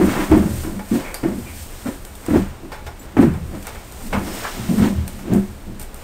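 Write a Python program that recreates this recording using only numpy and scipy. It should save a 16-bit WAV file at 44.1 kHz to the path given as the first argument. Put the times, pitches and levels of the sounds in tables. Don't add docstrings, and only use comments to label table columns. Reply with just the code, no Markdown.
import sys
import numpy as np
from scipy import signal
from scipy.fft import rfft, irfft, next_fast_len
from scipy.io import wavfile
from scipy.ndimage import uniform_filter1d

SR = 44100
rng = np.random.default_rng(int(sys.argv[2]) if len(sys.argv) > 2 else 0)


def log_audio(samples):
    frames = np.atleast_2d(samples).T
    limited = np.clip(frames, -1, 1)
    pcm = np.round(limited * 32767).astype(np.int16)
    wavfile.write(sys.argv[1], SR, pcm)


def decibels_to_gain(level_db):
    exponent = np.asarray(level_db, float) / 20
    return 10 ** exponent


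N = 266187

# pitch_hz, level_db, t60_s
CASE_MODES = [(144.8, -8, .3), (161, -5.5, 0.8), (197, 0, 0.24), (212.7, -9, 0.59), (223.6, -1.5, 0.15)]
PANEL_MODES = [(243, -7, 0.067), (271.9, -9, 0.17), (287, -3.5, 0.17), (324, 0, 0.089), (347.6, -9, 0.2),
               (367.2, -1.5, 0.31), (406.4, -22.5, 0.45), (464.4, -8, 0.14), (490, -14, 0.3),
               (524, -3, 0.16), (558, -11, 0.2), (622, -3, 0.091), (644, -12, 0.2), (705, -9, 0.16),
               (800, -20, 0.17), (855, -14, 0.24)]
# pitch_hz, level_db, t60_s
PART_MODES = [(995, -2.5, 0.24), (1137, -7.5, 0.15), (1360, -1.5, 0.027), (1500, -8.5, 0.15),
              (1614, -8.5, 0.14), (1833, -5, 0.053), (2173, -6.5, 0.054), (2686, -19.5, 0.11)]
BENCH_MODES = [(52, -16, 0.14), (63.2, -8, 0.12), (79.2, 0, 0.24), (105, -11, 0.17), (120, -4.5, 0.22)]
# pitch_hz, level_db, t60_s
LATCH_MODES = [(851, -0.5, .12), (1450, -6.5, 0.075), (2250, -6, 0.1), (3510, -15, 0.03),
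               (4750, -21, 0.093), (5400, -17, .08)]

# freq_hz, level_db (per Hz)
RATTLE_SPECTRUM = [(150, -24), (400, -1), (700, -0.5), (1300, -5), (1900, -7), (2600, -13), (4000, -25),
                   (8000, -35.5)]
GRIT_SPECTRUM = [(800, -29), (2000, 1), (3200, 1.5), (5000, -4), (7000, -5.5), (10000, -29.5)]
RUSTLE_SPECTRUM = [(300, -22), (1500, -1), (3000, 0.5), (5000, 0), (9000, 0)]
SHOP_SPECTRUM = [(10, -113), (22, -42), (45, -61.5), (62, -57.5), (120, -76), (250, -71.5), (500, -72.5),
                 (1000, -77.5), (2000, -84), (4000, -91), (8000, -97.5)]
MICROPHONE = [(4000, -1), (6500, 0.5), (8700, 7), (9500, 5), (10200, 0), (10600, -6.5), (10900, -14),
              (11020, -8)]

# start_s, blow_db, favoured_hz, narrowness_db_per_octave, judder_t60_s
DOOR_BLOWS = [(.013, -7, 362, 16, .097), (.315, -2, 314, 25, .087), (.646, -28, 285, 20, .083),
              (1.233, -6, 340, 26, .094), (1.854, -13, 288, 90, .11), (1.882, -9, 273, 56, .037),
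              (2.284, -13, 286, 4, .074), (2.305, -7.5, 276, 21, .2), (2.332, -9, 282, 9, .17),
              (2.356, -4, 330, 28, .057), (2.632, -26, 326, 40, .09), (3.1678, 1, 281, 28, .092),
              (3.188, -1.5, 287, 21, .086), (3.222, -2.5, 334, 25, .11), (3.244, -10, 253, 43, .067),
              (4.712, -13, 370, 52, .072), (5.324, -15, 370, 48, .15)]
# start_s, blow_db, favoured_hz, narrowness_db_per_octave, judder_t60_s
CASE_BLOWS = [(.299, -9.5, 190, 27, .13), (.428, -17.5, 190, 18, .06), (.457, -13, 214, 18, .15),
              (.715, -18.5, 218, 40, .079), (.916, -9, 232, 12, .07), (.942, -8, 205, 42, .089),
              (1.276, -12.5, 220, 33, .26), (2.376, -9.5, 227, 22, .066), (3.527, -23, 226, 18, .11),
              (4.125, -17, 180, 17, .16), (4.69, -9, 198, 68, .091), (4.802, -3, 205, 34, .17),
              (4.846, -10.5, 198, 34, .08), (5.3, -5.5, 200, 50, .082), (5.314, 0, 197, 70, .19)]
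# peak_s, rise_s (per 20 dB), fall_s (per 20 dB), case_db, panel_db
PUSHES = [(0., .05, .17, -13, -14), (.212, .2, .06, -22, -15), (.329, .05, .2, -12, -9),
          (.47, .08, .15, -30, -22), (.655, .025, .2, -32, -22), (.755, .15, .08, -23, -38),
          (.945, .04, .14, -32, -15), (1.236, .01, .28, -24, -19), (3.05, .12, .1, -55, -35),
          (1.876, .05, .08, -36, -23), (2.365, .09, .1, -19, -16), (2.654, .06, .05, -37, -28),
          (3.19, .03, .03, -22, -12), (3.222, .08, .14, -16, -15), (3.546, .08, .07, -30, -22.5),
          (4.06, .09, .05, -28, -45), (4.15, .02, .1, -20, -21), (4.29, .3, .18, -28, -23),
          (4.715, .08, .08, -22, -17), (4.59, .07, .08, -22, -26), (4.74, .1, .4, -15, -30),
          (4.85, .08, .12, -23, -14), (5.28, .1, .05, -25, -21), (5.35, .08, .07, -15, -12),
          (5.69, .1, .2, -32, -32)]
# peak_s, rise_s (per 20 dB), fall_s (per 20 dB), rattle_db, grit_db
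SLIDES = [(.01, .1, .6, -24.5, -45), (.12, .12, .5, -28, -31.5), (.215, .3, .12, -23.5, -40),
          (.325, .02, .14, -21.5, -37), (.65, .02, .12, -33, -52), (.96, .08, .2, -34, -34),
          (1.06, .3, .3, -32, -46), (1.236, .01, .16, -29.5, -46), (1.507, .4, .06, -42.5, -48),
          (1.77, .2, .1, -46, -42), (1.87, .06, .13, -30, -40), (2.36, .17, .22, -28, -36),
          (2.722, .01, .14, -44, -42), (2.87, .015, .06, -50, -35.5), (3.168, .001, .2, -23, -42),
          (3.23, .05, .1, -27, -50), (3.07, .25, .3, -43, -52), (3.68, .06, .22, -34, -36),
          (3.55, .06, .15, -38, -46), (4.128, .003, .2, -26, -46), (4.28, .05, .25, -33, -48),
          (4.44, .5, .9, -31.5, -31), (4.84, .09, .12, -26, -30), (5.33, .12, .16, -31.5, -41),
          (6.03, .3, .1, -42, -48)]
# peak_s, level_db, pitch_hz, length_s
BOUNCES = [(0.0027, -10.1, 360, 0.0107), (0.0159, -8.7, 352, 0.0188), (0.0439, -8.2, 304, 0.0119),
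           (0.0573, -14.5, 258, 0.0125), (0.0733, -14.8, 312, 0.0118), (0.0861, -12.3, 320, 0.0084),
           (0.1051, -15.8, 263, 0.0224), (0.1779, -15.5, 239, 0.0085), (0.1975, -14.3, 314, 0.0233),
           (0.2372, -13.8, 322, 0.0086), (0.3211, -2.0, 328, 0.0126), (0.3355, -1.4, 314, 0.0216),
           (0.3733, -6.3, 328, 0.0185), (0.4042, -10.0, 215, 0.0231), (0.4274, -14.0, 325, 0.0153),
           (0.4611, -13.3, 209, 0.0112), (0.9204, -9.0, 218, 0.019), (0.9452, -9.4, 220, 0.0174),
           (0.9671, -12.9, 218, 0.0166), (1.2441, -10.2, 339, 0.0169), (1.26, -14.2, 322, 0.0148),
           (1.2855, -13.6, 209, 0.0172), (1.8625, -14.6, 266, 0.0202), (1.8873, -11.3, 261, 0.0116),
           (2.2884, -13.9, 309, 0.0135), (2.312, -8.0, 282, 0.0083), (2.3449, -8.9, 306, 0.0313),
           (2.3642, -4.0, 352, 0.0165), (2.3787, -4.6, 277, 0.0118), (2.3992, -13.2, 199, 0.0168),
           (2.4151, -15.9, 193, 0.0275), (3.1717, -2.7, 296, 0.0089), (3.1952, 0.2, 271, 0.01),
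           (3.2122, -6.0, 236, 0.0151), (3.2298, -4.2, 336, 0.0211), (3.2474, -5.5, 234, 0.0199),
           (3.2685, -14.2, 320, 0.0117), (3.2806, -12.0, 207, 0.0157), (3.3054, -16.7, 201, 0.0189),
           (4.1334, -18.5, 196, 0.0254), (4.7171, -8.9, 207, 0.0356), (4.7562, -15.6, 218, 0.0185),
           (4.7824, -13.7, 212, 0.0189), (4.8213, -5.3, 218, 0.0246), (4.8447, -9.7, 226, 0.0117),
           (4.8663, -11.6, 220, 0.0175), (5.3055, -9.5, 201, 0.0159), (5.3251, -5.8, 204, 0.0201),
           (5.3426, -7.3, 207, 0.023), (5.3646, -9.1, 201, 0.0372),
           (.468, -19, 315, .02),
    (.653, -21, 310, .013),
    (.723, -21, 213, .019),
    (1.328, -19, 240, .017),
    (1.388, -20, 229, .023),
    (4.18, -20, 215, .022),
    (4.698, -14, 205, .02),
    (4.806, -7, 205, .014),
    (4.92, -21, 205, .024),
]
# pitch_multiple, level_db
BOUNCE_TONES = [(1, -1.5), (.62, -19), (.82, -14), (1.19, -13), (1.65, -19), (2.1, -21)]
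# peak_s, fall_s (per 20 dB), level_db
THUDS = [(.01, .2, -18), (.31, .4, -15), (.49, .15, -16), (.97, .1, -33), (1.36, .6, -29.5),
         (2.32, .22, -14), (2.86, .1, -28), (3.2, .45, -15), (4.14, .1, -18), (4.29, .15, -24),
         (4.58, .2, -25), (4.8, .1, -17), (4.97, .12, -16), (5.31, .3, -23), (5.67, .15, -25)]
# peak_s, level_db, pitch_hz, length_s
TAPS = [(0.014, -21.2, 1065, 0.0112), (0.0937, -23.3, 1429, 0.012), (0.1345, -23.9, 1197, 0.015),
        (0.1676, -24.0, 1399, 0.015), (0.1807, -23.3, 998, 0.015), (0.2068, -22.2, 1843, 0.015),
        (0.2377, -23.0, 1711, 0.0121), (0.3236, -17.5, 904, 0.0143), (0.3487, -18.3, 934, 0.015),
        (0.4305, -25.5, 855, 0.0112), (2.2865, -28.8, 1313, 0.0073), (2.3079, -28.4, 1324, 0.015),
        (2.3346, -27.3, 1041, 0.0046), (2.3472, -22.1, 904, 0.0071), (2.3586, -25.2, 1652, 0.015),
        (2.3796, -24.3, 925, 0.0098), (3.1699, -21.1, 866, 0.0076), (3.1937, -22.6, 1006, 0.015),
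        (3.2297, -22.6, 947, 0.015), (4.1339, -14.8, 1480, 0.004), (4.1525, -19.3, 872, 0.015),
        (4.1657, -18.8, 1044, 0.0098), (4.181, -21.8, 882, 0.015), (4.1976, -26.0, 890, 0.0119),
        (4.452, -17.9, 1211, 0.0076), (4.4683, -22.0, 1235, 0.0055), (4.4817, -24.7, 1187, 0.015),
        (4.785, -28.0, 899, 0.0105), (4.797, -27.4, 1329, 0.0098), (4.8291, -23.3, 1294, 0.015),
        (4.8425, -25.1, 1491, 0.015), (4.8579, -27.0, 942, 0.0125), (4.8779, -25.6, 1733, 0.0115)]
# pitch_multiple, level_db
TAP_TONES = [(1, -6.5), (.6, -13), (.74, -12), (.87, -11), (1.13, -11), (1.29, -13), (1.46, -15),
             (1.68, -17), (1.93, -19), (2.4, -23), (3.1, -27)]
# peak_s, rise_s (per 20 dB), fall_s (per 20 dB), level_db
RUSTLES = [(.056, .17, .8, -38.5), (.25, .6, .05, -41), (.38, .15, .1, -43), (.6, .45, .3, -38.5),
           (.95, .17, .22, -39), (1.19, .4, .3, -49), (1.39, .6, .8, -47), (1.615, .3, .18, -41),
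           (1.82, .5, .1, -46), (1.876, .1, .23, -42.5), (2.37, .5, .18, -43), (2.722, .02, .08, -53),
           (3.05, .1, .04, -51), (3.222, .07, .13, -42), (3.65, .6, .7, -49), (4.07, .35, .12, -43),
           (4.36, .5, .9, -39), (4.78, .3, .22, -40), (4.89, .5, .07, -43), (5.079, .03, .25, -48),
           (5.21, .3, .2, -51), (5.345, .05, .45, -48), (5.8, .004, .1, -42), (5.96, .03, .4, -50)]
# start_s, snap_db, knock_db, tail_t60_s
TICKS = [(0.3145, -34, -18, 0.12), (0.4284, -46.5, -36, 0.13), (0.635, -50, -28, 0.2),
         (0.7924, -36.5, -26.5, 0.17), (1.1428, -19, -24.5, 0.17), (2.05, -29, -38, 0.22),
         (2.153, -30.5, -51, 0.15), (2.263, -28, -32, 0.12), (2.7182, -35, -25.5, 0.38),
         (2.865, -35, -27, 0.25), (3.3376, -38, -30, 0.24), (3.6263, -31, -50, 0.12),
         (3.6534, -43, -33, 0.2), (3.6691, -23, -29, 0.13), (3.7477, -36, -29, 0.13),
         (3.9227, -32, -40, 0.15), (4.004, -46, -34.5, 0.19), (4.1272, -38, -20.5, 0.18),
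         (4.445, -48, -33, 0.14), (4.781, -32, -27, 0.25), (4.9767, -46, -33, 0.084),
         (5.0783, -24.5, -34, 0.15), (5.1911, -38, -31, 0.16), (5.3353, -23, -39, 0.23),
         (5.7958, -28, -38, 0.12), (5.8272, -30, -45, 0.15), (5.8142, -31, -39, 0.2),
         (5.9437, -35, -50, 0.19)]
# start_s, t60_s, pitch_hz,
# width_hz, level_db
SQUEAKS = [
    (1.04, .3, 2250, 150, -35),
    (1.455, .35, 2350, 200, -41),
    (2.99, .12, 7200, 40, -49),
    (2.99, .13, 7800, 40, -47),
    (3.02, .12, 10400, 80, -50),
    (3.25, .52, 161, 14, -20.5),
    (3.655, .13, 2250, 150, -44),
    (3.745, .11, 2250, 80, -38),
    (4.23, 2.5, 5300, 350, -50),
]
# start_s, t60_s, pitch_hz, width_hz, level_db
RINGS = [
    (1.143, .26, 4740, 220, -43),
    (1.146, .14, 800, 120, -40),
    (2.72, .13, 4700, 250, -50),
    (2.72, .15, 1400, 120, -43),
    (4.128, .29, 1180, 250, -35),
    (4.128, .2, 1500, 300, -29),
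    (4.128, .25, 2200, 400, -36),
    (4.128, .3, 813, 120, -36),
    (4.445, .25, 1290, 200, -36),
    (4.44, .27, 1660, 230, -35),
]
# peak_s, level_db, pitch_hz, length_s
PINGS = [
    (1.146, -29, 4780, .005),
    (1.146, -30, 9800, .003),
    (5.798, -37, 9200, .0035),
    (5.8155, -38, 9100, .0035),
    (5.829, -40, 8900, .003),
    (5.945, -39, 9100, .0035),
]


def unit(x):
    return x / np.sqrt(np.mean(x ** 2))


def colour(x, points):
    hz, db = np.transpose(points)
    size = next_fast_len(len(x))
    f = np.maximum(np.arange(size // 2 + 1) * SR / size, 1)
    gain = decibels_to_gain(np.interp(np.log(f), np.log(hz), db))
    return irfft(rfft(x, size) * gain, size)[:len(x)]


def ring(force, modes):
    out = 0
    for k, (hz, db, t60) in enumerate(modes):
        r = 1000. ** (-1 / (t60 * SR))
        w = 2 * np.pi * hz / SR
        mode = signal.lfilter([np.sin(w)], [1, -2 * r * np.cos(w), r * r], force)
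        out = out + (-1) ** k * decibels_to_gain(db) * np.sqrt(1 - r * r) * mode
    return out


def walk(rate_hz):
    k = int(SR / rate_hz)
    steps = np.repeat(rng.standard_normal(N // k + 1), k)
    return 1.18 * uniform_filter1d(uniform_filter1d(steps, k), k)[:N]


def judder(rough_db):
    return unit(rng.standard_normal(N) * decibels_to_gain(rough_db * walk(90)))


def bursts(times, dbs, t60s, rise_s):
    out = np.zeros(N)
    for s, db, t60 in zip(times, dbs, t60s):
        i = int(s * SR)
        t = np.arange(min(N - i, int(1.2 * t60 * SR))) / SR
        out[i:i + len(t)] += decibels_to_gain(db - 60 * t / t60) * (1 - np.exp(-t / rise_s))
    return out


def swells(peak_s, rise_s, fall_s, peak_db, rest_db):
    late = np.arange(0, N + 64, 64)[:, None] / SR - peak_s
    each = peak_db - 20 * np.where(late < 0, -late / rise_s, late / fall_s)
    db = 10 * np.log10(np.sum(decibels_to_gain(2 * each), axis=1) + decibels_to_gain(2 * rest_db))
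    return np.interp(np.arange(N) / 64, np.arange(len(db)), db)


def contacts(table, tones, sag):
    out = np.zeros(N)
    phases = rng.random((len(table), len(tones)))
    for (s, db, hz, length), phase in zip(table, phases):
        rise = length / 2.4
        i = int((s - rise) * SR)
        t = np.arange(int(9 * rise * SR)) / SR
        cycles = hz * t * (1 - sag * t / length)
        tone = sum(decibels_to_gain(g) * np.sin(2 * np.pi * (k * cycles + p)) for (k, g), p in zip(tones, phase))
        contact = decibels_to_gain(db) * t / rise * np.exp(1 - t / rise) * tone
        out[max(i, 0):i + len(t)] += contact[max(-i, 0):]
    return out


def shop():
    return np.sqrt(SR / 2) * colour(rng.standard_normal(N), SHOP_SPECTRUM) * decibels_to_gain(.6 * walk(3))


def shell(modes, drag_db, drag_hz):
    s, blow, favoured_hz, narrowness, t60 = np.transpose(DOOR_BLOWS + CASE_BLOWS)
    force, out = judder(0.76), 0
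    for hz, db, ring_t60 in modes:
        reach = blow - np.minimum(narrowness * np.abs(np.log2(hz / favoured_hz)), 18.)
        drag = drag_db - np.minimum(35.0 * np.abs(np.log2(hz / drag_hz)), 14.)
        kick = bursts(s, reach - 4., np.full(len(s), .004), 0.00018)
        chatter = bursts(s, reach - 12., t60, 0.0091)
        push = force * (decibels_to_gain(drag) + chatter) + rng.choice([-1, 1]) * kick
        out = out + ring(push, [(hz, db, ring_t60)])
    return out


def loose_parts(rattle_db):
    s, blow, _, narrowness, t60 = np.transpose(DOOR_BLOWS + CASE_BLOWS)
    blow_rattle = blow - 18 - .35 * narrowness
    shaking = decibels_to_gain(rattle_db - 2.3) + bursts(s, blow_rattle - 8., t60, .0008)
    rough = unit(colour(judder(1.1), RATTLE_SPECTRUM)) * shaking
    return rough + ring(judder(1.8) * shaking, PART_MODES) * decibels_to_gain(-9.5)


def oven():
    *push, case_db, panel_db = np.transpose(PUSHES)
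    *slide, rattle_db, _ = np.transpose(SLIDES)
    case = shell(CASE_MODES, swells(*push, case_db, rest_db=-47) - 1.5, drag_hz=197.)
    panel = shell(PANEL_MODES, swells(*push, panel_db, rest_db=-49) - 3.5, drag_hz=300)
    return case + panel + loose_parts(swells(*slide, rattle_db, rest_db=-57))


def stop_bounces():
    return contacts(BOUNCES, BOUNCE_TONES, sag=.004)


def bench():
    s, fall_s, thud_db = np.transpose(THUDS)
    level_db = swells(s, .07, fall_s, thud_db, rest_db=-39)
    return ring(judder(1.) * decibels_to_gain(level_db - 1.5), BENCH_MODES)


def scrape():
    *slide, _, grit_db = np.transpose(SLIDES)
    level_db = swells(*slide, grit_db, rest_db=-53)
    return unit(colour(judder(1.8), GRIT_SPECTRUM)) * decibels_to_gain(level_db - 5.0)


def part_taps():
    return contacts(TAPS, TAP_TONES, sag=.004)


def rustle():
    level_db = swells(*np.transpose(RUSTLES), rest_db=-60)
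    return unit(colour(judder(0.53), RUSTLE_SPECTRUM)) * decibels_to_gain(level_db + 4.24)


def latch():
    s, snap, knock, t60 = np.transpose(TICKS)
    crack_t60 = np.full(len(s), .016)
    crack = unit(colour(judder(.8), RUSTLE_SPECTRUM)) * bursts(s, snap + 0.64, crack_t60, 0.00014)
    bright = unit(colour(rng.standard_normal(N), [(2500, -10), (6000, -11), (8700, -1)]))
    hiss = bright * bursts(s, snap - 12., t60, 0.0045)
    dull = bursts(s, knock - 3., crack_t60, 0.00034) + bursts(s, knock - 6., t60, 0.0027)
    hooks = ring(rng.standard_normal(N) * dull, LATCH_MODES) * decibels_to_gain(-2.5)
    frame = unit(colour(judder(0.5), RATTLE_SPECTRUM)) * dull
    return crack + hiss + frame + hooks


def squeaks():
    out, noise = np.zeros(N), rng.standard_normal(N)
    for table, rise_s in ((SQUEAKS, .022), (RINGS, .002)):
        for s, t60, hz, width, db in table:
            width_t60 = np.log(1000) / np.pi / width
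            band = ring(noise, [(hz, db + 10.5, width_t60)])
            out += band * bursts([s], [0], [t60], rise_s)
    return out


def spring_pings():
    return contacts(PINGS, [(1, 0)], sag=.015)


def scene():
    metal = oven() + stop_bounces() + part_taps() + latch() + squeaks() + spring_pings()
    return (shop() + metal + bench() + scrape() + rustle())[None]


def top_cut(x):
    return signal.sosfilt(signal.butter(12, 16530, fs=SR, output="sos"), x)


def record(dry):
    end_s, top_hz = 6.034, 15700
    half = colour(dry[0], MICROPHONE + [(SR / 4, -80)])[::2]
    rounded = np.clip(half / (1 + (np.abs(half) / 1.1) ** 4) ** (1 / 4), -1, 1)
    held = np.repeat(rounded, 2)[:N] * (np.arange(N) < end_s * SR)
    cut = colour(held, [(top_hz, 0), (top_hz + 150, -25), (top_hz + 800, -45)])
    return top_cut(cut[None])


dry = scene()
out = record(dry)
log_audio(out)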